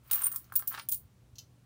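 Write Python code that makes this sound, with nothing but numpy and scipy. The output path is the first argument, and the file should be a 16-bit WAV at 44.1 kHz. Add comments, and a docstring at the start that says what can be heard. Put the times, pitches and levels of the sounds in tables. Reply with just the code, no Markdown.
"""A small room rumbles faintly with a mains hum. Small hard pieces, probably metal, are tipped from a little
plastic basket into a hand at a table. They skid over the weave, clink together with a thin, very high ring, and
knock on the basket wall; now and then one rolls on its edge and sings. After a second come two soft bumps on
the table, and the basket is set down with a light click."""
import sys
import numpy as np
from scipy import signal
from scipy.fft import rfft, irfft, next_fast_len
from scipy.io import wavfile

SR = 44100
rng = np.random.default_rng(int(sys.argv[2]) if len(sys.argv) > 2 else 0)


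def pcm_store(signal):
    """Save signal as 16-bit PCM."""
    levels = np.round(np.clip(np.atleast_2d(signal), -1, 1) * 32767)
    wavfile.write(sys.argv[1], SR, levels.astype(np.int16).T)


N = 72765
T = np.arange(N) / SR

# The bright tone of one piece hitting another. Each row: frequency in Hz, level in dB.
CLASH_TONE = [(1000,-50),(2200,-39.5),(2800,-27.5),(4500,-24.5),(7000,-20.5),(8500,-13),(9300,-7),(10300,-13.5),(12500,-10),(14000,-7),(15150,3),(15600,0.5),(15900,-17.5),(16300,-21.5)]


def from_db(db):
    """Turn decibels into a number to multiply by."""
    return 10 ** (np.asarray(db) / 20)


def rms_one(x):
    """Scale a signal so that its average power is one."""
    return x / np.sqrt(np.mean(x ** 2) + 1e-20)


def add(out, start, sound):
    """Mix a sound in at a start time in seconds."""
    i = int(np.clip(start * SR, 0, N - 1))
    out[i:i + len(sound)] += sound[:N - i]


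def colour(x, tone):
    """Filter a sound so that its lows and highs follow a list of (Hz, dB) points."""
    size = 2 * next_fast_len(N)
    hz, db = np.transpose(tone)
    grid_hz = np.maximum(np.arange(size // 2 + 1) * SR / size, 1)
    gain = rms_one(from_db(np.interp(np.log(grid_hz), np.log(hz), db)))
    # Fold the filter in time so that nothing sounds before the hit that causes it.
    cepstrum = irfft(np.log(gain))
    cepstrum[1:size // 2] *= 2
    cepstrum[size // 2 + 1:] = 0
    return irfft(rfft(x, size) * np.exp(rfft(cepstrum)))[:N]


def dying(fade_s):
    """A curve that falls by 60 dB in the fade time, fade_s seconds."""
    return np.exp(-np.log(1000) * T[:N // 4] / fade_s)


def grains(curve, per_s):
    """Tiny touches at random times and of random size, following a loudness curve."""
    ticks = (rng.random(N) < per_s / SR) * rng.choice([-1, 1], N)
    sizes = from_db(2 * np.minimum(rng.exponential(1, N), 4))
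    return rms_one(ticks * sizes) * from_db(np.interp(T, *np.transpose(curve)))


def bursts(starts, levels, tone, fade_s):
    """Each hit sets off so many vibrations at once that they sound like a puff of noise."""
    out, fade = np.zeros(N), dying(fade_s)
    for start, db in zip(starts, levels):
        add(out, start, from_db(db) * fade * rng.standard_normal(len(fade)))
    return colour(out, tone)


def rings(starts, levels, notes):
    """Each hit rings an object's own notes, a little different in strength and pitch every time."""
    spread_db, detune = 4, 0.0013
    out = np.zeros(N)
    for start, db in zip(starts, levels):
        for hz, note_db, fade_s in notes:
            strength, pitch, direction = rng.standard_normal(3)
            fade = dying(fade_s)
            wave = np.sign(direction) * np.sin(2 * np.pi * hz * (1 + detune * pitch) * T[:len(fade)])
            add(out, start, from_db(db + note_db + spread_db * strength) * fade * wave)
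    return out


def background():
    """The room's low rumble, faint hiss and mains hum."""
    # The hum. Each row: frequency in Hz, level in dB.
    hum_notes = [(60,-76.5),(120,-64.5)]
    # The rumble and hiss. Each row: frequency in Hz, level in dB.
    air_tone = [(20,-35),(35,-23),(55,-1),(100,-1),(160,-4.5),(250,-9.5),(400,-17.5),(800,-23),(2000,-30),(5000,-33.5),(10000,-36),(16000,-42.5)]
    hum = sum(from_db(db) * np.sqrt(2) * np.sin(2 * np.pi * (hz * T + rng.random()))
              for hz, db in hum_notes)
    return hum + from_db(-63) * colour(rng.standard_normal(N), air_tone)


def skid():
    """Pieces slide over the weave, catching on it thousands of times a second."""
    # How loud the skid is. Each row: time in seconds, level in dB.
    loudness = [(0,-87),(.06,-69.5),(0.104,-62.5),(.115,-54),(0.166,-46.5),(.205,-53),(.22,-54),(.277,-49),(.29,-67),(.314,-64),(.325,-63.5),(.36,-63),(.38,-74),(.69,-71.5),(.745,-47.5),(.77,-54),(0.795,-46.5),(0.808,-58),(.85,-87.5)]
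    # The tone of the scraped weave. Each row: frequency in Hz, level in dB.
    weave_tone = [(200,-21),(500,-16),(800,-5),(950,-10.5),(1080,4.5),(1200,-1),(1360,1),(2000,-5.5),(3200,-7.5),(6000,-16.5),(10000,-15),(16000,-27.5)]
    return colour(grains(loudness, per_s=3500), weave_tone)


def chatter():
    """Sliding pieces jostle each other in many tiny hits."""
    # How loud the chatter is. Each row: time in seconds, level in dB.
    loudness = [(0,-96),(.05,-68),(.108,-61.5),(.116,-37),(.14,-43),(.2,-48.5),(.275,-55),(0.304,-61.5),(.325,-52.5),(.36,-52.5),(.40,-60),(.47,-80),(.55,-90)]
    return colour(grains(loudness, per_s=1800), CLASH_TONE)


def clinks():
    """One piece strikes another: a sharp crack, a bright clash and three groups of ringing notes."""
    # Each row is one hit: start in seconds, then levels in dB of the clash and low, middle and high ring.
    hits = [(.076,-63.5,-73,-64.5,-69),(0.1121,-21.5,-42.5,-46,-36),(0.115,-24,-39.5,-50,-28),(0.128,-27,-45.5,-44.5,-32),(.132,-25,-43.5,-36.5,-29),(0.137,-30,-44.5,-37,-30),(.145,-50,-40.5,-34.5,-31),
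            (.158,-38,-36,-42,-34),(0.176,-39.5,-51,-54,-39.5),(0.192,-40,-54.5,-41.5,-36.5),(.2185,-33,-35,-43,-32),(0.2354,-31,-33.5,-42,-40),(.240,-51,-23.5,-43.5,-32),(.2575,-35,-34,-44.5,-41),
            (.268,-39,-33.5,-46.5,-29),(0.317,-35.5,-49,-49,-37.5),(.325,-42,-47,-51.5,-54),(.345,-42,-56,-48,-42),(0.3596,-27.5,-42,-52,-55),(0.3623,-41.5,-64,-71,-58),(0.399,-57,-68,-79,-59),(.430,-60.5,-70,-74,-80),(.443,-59,-76.5,-72.5,-82.5),
            (0.5238,-44,-67,-69.5,-68),(.5375,-43.5,-73,-65,-60),(0.555,-29,-38,-73,-28),(0.5602,-20.5,-53.5,-38,-21.5),(.5625,-37,-44,-53,-27),(0.582,-41,-57.5,-68,-59),(0.592,-30,-45,-68.5,-52),
            (0.674,-26.5,-37.5,-49,-42),(.677,-29,-56,-34,-31),(.683,-45,-52.5,-53,-39),(0.698,-40,-55,-50,-47),(.725,-38.5,-62,-60,-53),(.749,-69,-70,-68,-67),(.851,-62,-73,-75,-84),
            (0.8875,-26,-49,-58,-48),(0.8932,-30.5,-42,-56,-45),(0.916,-28.5,-34,-62,-40),(0.9215,-21,-41,-43,-39),(0.932,-29.5,-33,-54,-52),(.944,-29.5,-50,-46,-51)]
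    # The notes the pieces ring at. Each row: frequency in Hz, level in dB, fade time in seconds.
    low_notes = [(8680,-11,.035),(9020,-3,.045),(9110,-2,.05),(9205,-2,.045)]
    middle_notes = [(12150,-5,.11),(12460,-3,.11),(12790,-3,.11),(14320,0,.11)]
    high_notes = [(14500,-11,.05),(14860,-6,.055),(15060,-1,.06),(15170,-1,.075),(15460,-5,.065)]
    starts, clash_db, low_db, middle_db, high_db = np.transpose(hits)
    clash = bursts(starts, clash_db, CLASH_TONE, fade_s=0.043)
    crack = bursts(starts, clash_db - 2.5, CLASH_TONE, fade_s=0.0052)
    ring = rings(starts, low_db, low_notes)
    ring += rings(starts, middle_db, middle_notes)
    ring += rings(starts, high_db, high_notes)
    return clash + crack + ring


def knocks():
    """A piece hits the basket wall: a hollow thud, a tick and a short ring of the plastic."""
    # Each row is one knock: start in seconds, wall level in dB, tick level in dB.
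    hits = [(0.1006,-47,-49.5),(.111,-39.5,-35),(0.131,-46.5,-36.5),(.135,-50,-47),(.140,-38.5,-58),(0.157,-49,-44),(0.211,-41,-44),(.2215,-38,-50),(0.264,-47,-53),(0.3185,-46,-66),(0.337,-42.5,-77.5),(0.342,-56,-69.5),(0.358,-44.5,-57.5),
            (0.5,-55.5,-70),(0.5218,-37,-55),(0.596,-43.5,-57),(0.6239,-38.5,-50),(0.7094,-43.5,-54),(.7183,-39,-50),(0.726,-46,-58.5),(0.742,-35.5,-47),(0.7406,-48,-52),(0.748,-37,-37),(0.756,-41,-67),(0.7761,-38,-44),(0.7797,-33,-46),(0.783,-38,-46.5),(0.7966,-46,-35.5)]
    # The tones of the thud and the tick. Each row: frequency in Hz, level in dB.
    thud_tone = [(200,-21.5),(500,-20),(850,-11),(1150,-4),(1400,1.5),(1750,-2.5),(2300,-20),(4000,-30.5),(9000,-48.5)]
    tick_tone = [(800,-14.5),(2000,2.5),(3200,2),(4700,0),(7000,-10.5),(11000,-19),(16000,-25)]
    # The notes the wall rings at. Each row: frequency in Hz, level in dB, fade time in seconds.
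    wall_notes = [(790,-5,.05),(1070,-2.5,0.1),(1202,-4.5,.06),(1333,6,0.042),(1596,-9,0.092),(1797,-13,.05)]
    starts, wall_db, tick_db = np.transpose(hits)
    thud = bursts(starts, wall_db, thud_tone, fade_s=0.0058)
    tick = bursts(starts, tick_db, tick_tone, fade_s=0.02)
    return thud + tick + rings(starts, wall_db - 12.5, wall_notes)


def rolling():
    """A piece rolls on its edge and sings two notes; the uneven contact makes their level waver."""
    # Each row is one roll: start and length in seconds, low note in Hz, its level in dB,
    # high note in Hz, its level in dB.
    rolls = [(.238,0.016,9150,-24,15080,-30.5),(0.256,0.012,9130,-21.5,15080,-38.5),(0.2662,.008,9100,-18.5,15150,-20),(0.785,0.02,9302,-49,15430,-47),(0.807,0.045,9302,-54,15430,-55.5)]
    waver_db, wavers_per_s, fade_db = 2, 190, 5.5
    unevenness = rng.standard_normal(N // 50)
    waver = from_db(waver_db * np.interp(T * wavers_per_s, np.arange(len(unevenness)), unevenness))
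    out = np.zeros(N)
    for start, length, low_hz, low_db, high_hz, high_db in rolls:
        t = T[:int(length * SR)]
        low = from_db(low_db) * np.sin(2 * np.pi * low_hz * t)
        high = from_db(high_db) * np.sin(2 * np.pi * high_hz * t)
        shape = from_db(-fade_db * t / length) * signal.windows.tukey(len(t), .5)
        add(out, start, (low + high) * shape)
    return out * waver


def basket_clicks():
    """The plastic basket clicks in the hand and rings lightly."""
    # Each row is one click: start in seconds, level in dB.
    clicks = [(0.442,-63.5),(1.3562,-55),(1.3833,-44.5),(1.387,-43.5)]
    # The tone of a click. Each row: frequency in Hz, level in dB.
    click_tone = [(1000,-31),(2300,-32),(2700,-14.5),(3600,-9.5),(4400,-1.5),(5200,-5),(6100,1),(6900,-7.5),(7800,-14),(10000,-20),(14000,-11),(16000,-18)]
    # The notes a click rings. Each row: frequency in Hz, level in dB, fade time in seconds.
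    click_notes = [(2706,-11.5,0.097),(3050,-5.5,0.065),(4250,-11.5,.07),(4780,-10,0.082),(5950,-0.5,0.075),(6190,-0.5,0.078),(6740,-8.5,0.11)]
    starts, levels = np.transpose(clicks)
    return bursts(starts, levels, click_tone, fade_s=0.059) + rings(starts, levels - 8.5, click_notes)


def table_bumps():
    """Each soft bump against the table is a few swings of one low note."""
    # Each row is one bump: start in seconds, level in dB.
    bumps = [(1.039,-48.5),(1.322,-48)]
    pitch_hz, length_s = 90, 0.031
    out, t = np.zeros(N), T[:int(length_s * SR)]
    for start, db in bumps:
        add(out, start, from_db(db) * np.hanning(len(t)) * np.sin(2 * np.pi * pitch_hz * t))
    return out


def echoed(x):
    """The sound plus its first bounces off the table and a near wall."""
    # Each row is one echo: delay in seconds, level in dB.
    echoes = [(.0044,-17),(.0086,-18)]
    out = x.copy()
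    for delay, db in echoes:
        add(out, delay, from_db(db) * x)
    return out


def room(x):
    """Many echoes in a furnished room blur into a short tail."""
    fade, delay_s = dying(fade_s=0.16), 0.0092
    tail = fade * rng.standard_normal(len(fade)) * (T[:len(fade)] > delay_s)
    return from_db(-10) * signal.fftconvolve(x, tail / np.linalg.norm(tail))[:N]


def scene():
    """Mix all the sounds and the room into one channel."""
    contacts = echoed(clinks() + chatter() + knocks() + skid()) + basket_clicks() + table_bumps()
    singing = rolling()
    room_tail = room(contacts + from_db(-4.5) * singing)
    return (contacts + singing + room_tail + background())[None]


def record(dry):
    """Steeply cut away the very highest sounds."""
    cutoff_hz = 16000
    return signal.sosfilt(signal.ellip(10, .3, 70, cutoff_hz, fs=SR, output="sos"), dry)


dry = scene()
out = record(dry)
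pcm_store(out)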